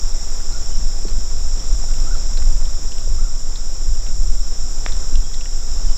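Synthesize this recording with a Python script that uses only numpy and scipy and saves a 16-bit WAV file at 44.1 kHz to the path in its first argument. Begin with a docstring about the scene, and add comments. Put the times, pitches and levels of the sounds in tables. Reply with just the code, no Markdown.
"""A marsh from a tree stand, 6 s. Throughout, insects scrape their wings in two high bands, air washes
through reeds, and dry leaves and cloth patter. Gusts buffet the microphone from the start.
From 0.5 s a far bird whistles short arched calls and a climber's gear ticks and bumps softly.
At 4.9 s a handled arrow gives one sharp click. Two faint calls and a last gust follow."""
import sys
import numpy as np
from scipy import signal
from scipy.fft import rfft, irfft
from scipy.io import wavfile
from scipy.ndimage import uniform_filter1d

SR = 44100
rng = np.random.default_rng(int(sys.argv[2]) if len(sys.argv) > 2 else 0)


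def generate_wav(signal):
    """Clip the signal to [-1, 1] and save it as 16-bit WAV at the path in sys.argv[1]."""
    frames = np.transpose(np.atleast_2d(signal))
    scaled = np.clip(frames, -1, 1) * 32767
    pcm = np.round(scaled).astype(np.int16)
    wavfile.write(sys.argv[1], SR, pcm)


N = 263277
TIME_S = np.arange(N) / SR
FREQ_HZ = np.fft.rfftfreq(N, 1 / SR)

# Wing resonances and overtones. Each row: centre in Hz, spread in Hz, relative level in dB.
WING_BANDS = [(3650, 254, -17), (5334, 243, -3.5), (5542, 178, 1), (5895, 124, -4), (7044, 320, -5.5),
              (7160, 320, -7.5), (7446, 184, -5), (8040, 210, -26), (11080, 450, -31.5), (14200, 870, -31)]
# Near insects. Each row: start in seconds, end in seconds, pitch in Hz, width in Hz, level in dB.
NEAR_INSECTS = [(0, 5.97, 8247, 30, -66.5), (0, 5.97, 7990, 40, -66), (0, 5.97, 7080, 20, -59),
                (0, .45, 8430, 130, -64)]
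# Slow swell of chorus and reeds. Each row: time in seconds, relative level in dB.
SWELL = [(0, 0.74), (.65, 1), (1.1, 0), (1.9, 1.5), (2.4, 0.8), (3.4, -1.1), (4.3, -0.55), (5, 1),
         (5.3, -1), (5.97, 1)]
# Gusts. Each row: peak time in seconds, length in seconds, relative level in dB.
GUSTS = [(0.02, 0.082, -21.5), (0.814, .2, -17.5), (1.157, 0.15, -20.5), (1.464, 0.15, -20),
         (1.742, 0.075, -14.5), (2.035, 0.44, -21), (2.508, 0.29, -15), (3.16, 0.25, -18.5),
         (3.91, 0.13, -15.5), (4.272, 0.3, -17.5), (4.633, 0.11, -25.5), (4.947, 0.18, -21),
         (5.162, 0.092, -14), (5.923, 0.31, -16.5)]
# Spectra of large eddies, gusts, housing eddies and air in reeds.
# Each row: frequency in Hz, relative density in dB.
SWAY_SPECTRUM = [(2, -37), (6, -18.5), (9, 2.5), (18, 1), (25, -15), (50, -60), (200, -110)]
BUFFET_SPECTRUM = [(15, -14), (26, 5.5), (35, -0.5), (50, -10.5), (65, -18), (100, -50), (400, -100)]
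HOUSING_SPECTRUM = [(40, -19), (65, 3), (90, -4), (120, -4.5), (145, -15.5), (200, -17.5), (400, -33),
                    (1500, -88)]
REED_SPECTRUM = [(30, 3), (115, 1.5), (170, -0.5), (270, -2.5), (650, -5), (1000, -9), (1400, -9),
                 (1750, -15), (2700, -17.5), (4500, -18.5), (8800, -30.5), (16000, -40.5)]
# Ticks of gear and bark. Each row: start in seconds, peak in dB, ring in Hz.
TICKS = [(0.524, -33, 4060), (1.0834, -30.5, 4320), (1.5962, -36, 3130), (1.937, -33, 2410),
         (2.171, -35.5, 3900), (2.372, -24, 3860), (2.422, -29.5, 1400), (2.655, -31, 3360),
         (2.92, -32.5, 3180), (2.9807, -34, 2900), (3.557, -26.5, 3850), (4.0654, -34.5, 2700),
         (4.8828, -30, 2220), (4.9212, -24, 3700), (5.1543, -28.5, 3100), (5.3416, -29, 3800),
         (5.4086, -27.5, 2630), (5.457, -29.5, 1930)]
# Tick resonance; small hard parts ring more purely. Each row: ring in Hz, width in Hz.
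TICK_WIDTHS = [(3000, 1230), (3900, 610)]
# Bumps on the stand. Each row: start in seconds, relative peak in dB, ring in Hz.
BUMPS = [(0.7824, -31.5, 170), (1.0513, -23.5, 373), (1.06, -33, 178), (1.1826, -33, 210),
         (1.8398, -28.5, 730), (3.0749, -31, 497), (3.214, -34, 160), (5.1247, -31, 260)]
# Arrow click. Each row: start in seconds, relative peak in dB.
CLICKS = [(4.863, -5.5)]
# Shaft modes. Each row: frequency in Hz, relative level in dB, 60 dB decay time in seconds.
ARROW_MODES = [(770, -2, 0.011), (1280, -1.5, 0.011), (1790, -1, 0.009), (2140, 11, 0.0034),
               (3440, 5, 0.0039)]
# Bird calls. Each row: start in seconds, length in seconds, top pitch in Hz,
# arch as a share of the pitch, level in dB.
BIRD_CALLS = [(.515, .085, 1460, .12, -49.5), (.69, .09, 3030, .08, -55.5), (2.06, .11, 1490, .19, -44.5),
              (3.175, .12, 1430, .2, -49.5), (5.22, .25, 3320, .015, -56), (5.88, .06, 3080, .05, -56.5)]


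def insect_chorus(level_db=-34.5, throb_db=0.19, drift_db=0.35, stroke_depth=0.1, stroke_hz=90):
    """Many wings scrape out of step; each band pulses with wing strokes and throbs on its own."""
    out = np.zeros(N)
    for hz, spread_hz, db in WING_BANDS:
        song = noise(np.exp(-((FREQ_HZ - hz) / spread_hz / 2) ** 2)) * np.sqrt(spread_hz)
        strokes = 1 + stroke_depth * noise(np.exp(-(FREQ_HZ / stroke_hz - 1) ** 2))
        out += gain(db + throb_db * drift(22) + drift_db * drift(1.1)) * strokes * song
    return gain(level_db) * swell() * unit_rms(out)


def near_insects(waver_db=2):
    """Nearer insects hold thin wavering lines at the top of the chorus."""
    out = np.zeros(N)
    for start_s, end_s, hz, width_hz, db in NEAR_INSECTS:
        trill = noise(np.exp(-((FREQ_HZ - hz) / width_hz) ** 2)) * gain(db + waver_db * drift(3.7))
        singing = (TIME_S >= start_s) & (TIME_S <= end_s)
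        out += trill * uniform_filter1d(singing.astype(float), size=3000)
    return out


def wind(sway_db=-2, buffet_db=1, housing_db=-26):
    """Large eddies sway the diaphragm, gusts buffet it, small eddies flutter at the housing."""
    strength = wind_strength()
    sway = gain(sway_db) * strength ** 0.46 * eddies(SWAY_SPECTRUM)
    buffet = gain(buffet_db) * strength * eddies(BUFFET_SPECTRUM)
    flutter = gain(housing_db) * strength ** 0.64 * eddies(HOUSING_SPECTRUM)
    return (sway + buffet + flutter) * signal.windows.tukey(N, 3000 / N)


def wind_strength(lull_db=-26.5):
    """Each gust swells and dies as a bell curve over a steady lull."""
    gust_power = sum(gain(db) ** 2 * np.exp(-2 * np.pi * ((TIME_S - peak_s) / length_s) ** 2)
                     for peak_s, length_s, db in GUSTS)
    return np.sqrt(gain(lull_db) ** 2 + gust_power)


def eddies(spectrum):
    """Turbulent pressure of one eddy size, levelled over about 0.1 s."""
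    pressure = noise(spectral_gain(spectrum))
    envelope = np.sqrt(uniform_filter1d(abs(signal.hilbert(pressure)) ** 2, size=5000))
    return unit_rms(pressure / uniform_filter1d(envelope, size=2000))


def arrow(trim_db=-3):
    """A knocked shaft rings briefly in its modes."""
    out, t = np.zeros(N), TIME_S[:4096]
    modes = -sum(gain(db - 60 * t / t60_s) * np.sin(2 * np.pi * hz * t) for hz, db, t60_s in ARROW_MODES)
    soft_contact = signal.butter(4, 4300, fs=SR, output="sos")
    thin_shaft = signal.butter(2, 350, "high", fs=SR, output="sos")  # radiates no bass
    click = signal.sosfilt(thin_shaft, signal.sosfilt(soft_contact, modes))
    for start_s, db in CLICKS:
        add(out, start_s, gain(db + trim_db) * click / abs(click).max())
    return out


def gear(bump_trim_db=1):
    """Gear and bark tick; blows on the stand give dull bumps."""
    out = np.zeros(N)
    for start_s, db, hz in TICKS:
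        width_hz = np.interp(hz, *np.transpose(TICK_WIDTHS))
        add(out, start_s, gain(db) * knock(hz, width_hz, scrape_s=0.0059, scrape=0.16, snap=0.28))
    for start_s, db, hz in BUMPS:
        add(out, start_s, gain(db + bump_trim_db) * knock(hz, 0.33 * hz, scrape_s=0.013, scrape=0.0095))
    return out


def knock(hz, width_hz, scrape_s, scrape, snap=0):
    """A blow and brief scrape ring one resonance, with an optional dry snap an octave down; peak 1."""
    t = TIME_S[:4096]
    force = scrape * rng.standard_normal(len(t)) * np.exp(-t / scrape_s)
    force[0] += 1
    sound = ring(ring(force, hz, width_hz), hz, 2 * width_hz)
    sound += snap * ring(ring(force, hz / 2, hz / 2), hz / 2, hz / 2)
    return sound / abs(sound).max()


def bird(rasp_depth=0.7, wobble_depth=0.15):
    """Each call is a hoarse whistle that rises and falls."""
    out, rasp, wobble = np.zeros(N), drift(130), drift(130)
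    for start_s, length_s, top_hz, arch, db in BIRD_CALLS:
        position = np.linspace(-1, 1, int(length_s * SR))
        span = np.arange(len(position)) + int(start_s * SR)
        pitch_hz = top_hz * (1 - arch * (position ** 2 + wobble_depth * wobble[span]))
        whistle = np.sin(2 * np.pi * np.cumsum(pitch_hz) / SR) * (1 + rasp_depth * rasp[span])
        add(out, start_s, gain(db) * unit_rms(whistle * signal.windows.tukey(len(span), 0.3)))
    return out


def reeds(level_db=-41.5, flutter_db=1.04):
    """Air washes through the leaves with a slight flutter."""
    envelope = gain(level_db + flutter_db * drift(37)) * swell() ** 1.36
    return envelope * noise(spectral_gain(REED_SPECTRUM))


def leaf_patter(level_db=-61, spread_db=2.5, crisp_db=-14, crisp_hz=9000, band_snaps_per_s=11):
    """Dry leaves and cloth snap faintly at many pitches, each with a crisp top."""
    out = np.zeros(N)
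    for hz in np.geomspace(1200, 4300, num=7):
        snaps = rng.random(N) < band_snaps_per_s / SR
        force = snaps * gain(spread_db * np.minimum(rng.exponential(1, N), 2))
        out += ring(ring(force, hz, width_hz=890), hz, width_hz=1600)
        out += gain(crisp_db) * ring(force, crisp_hz, crisp_hz / 2)
    return gain(level_db) * unit_rms(out)


def tree_echo(x, t60_s=0.48, taps_per_s=1500, delay_s=0.006):
    """Trunks and reeds scatter a short, thin echo."""
    t = TIME_S[:SR // 2]
    taps = rng.standard_normal(len(t)) * (rng.random(len(t)) < taps_per_s / SR)
    taps *= gain(-60 * t / t60_s) * (t > delay_s)
    return signal.fftconvolve(x, taps / np.linalg.norm(taps))[:N]


def swell():
    """The marsh's slow swell as gain per sample."""
    return gain(np.interp(TIME_S, *np.transpose(SWELL)))


def gain(db):
    """Decibels to amplitude."""
    return 10 ** (np.asarray(db) / 20)


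def unit_rms(x):
    """Scales to rms 1."""
    return x / np.sqrt(np.mean(x ** 2) + 1e-20)


def spectral_gain(spectrum):
    """Spectrum table to gain per frequency bin."""
    hz, db = np.transpose(spectrum)
    return gain(np.interp(np.log(FREQ_HZ + 1), np.log(hz + 1), db))


def noise(bin_gains):
    """Shaped noise, rms 1."""
    return unit_rms(irfft(rfft(rng.standard_normal(N)) * bin_gains, N))


def drift(rate_hz):
    """Random wander up to about rate_hz, rms 1."""
    return noise(np.exp(-(FREQ_HZ / rate_hz) ** 2))


def ring(x, hz, width_hz):
    """Two-pole resonance."""
    return signal.lfilter(*signal.iirpeak(hz, hz / max(width_hz, 20), fs=SR), x)


def add(mix, start_s, sound):
    """Mixes a sound in at start_s."""
    part = mix[max(round(start_s * SR), 0):][:len(sound)]
    part += sound[:len(part)]


def scene(echo_db=-13):
    """Mono mix; calls and knocks echo faintly from the trees."""
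    events = bird() + gear() + arrow()
    ambience = wind() + reeds() + leaf_patter() + insect_chorus() + near_insects()
    return (ambience + events + gain(echo_db) * tree_echo(events))[None]


def record(dry, cutoff_hz=15750):
    """Soft clip at full scale, then low-pass."""
    clipped = dry / (1 + dry ** 8) ** (1 / 8)
    lowpass = signal.firwin(511, cutoff_hz, window=("kaiser", 9), fs=SR)
    return signal.oaconvolve(clipped, lowpass[None], "same")


dry = scene()
out = record(dry)
generate_wav(out)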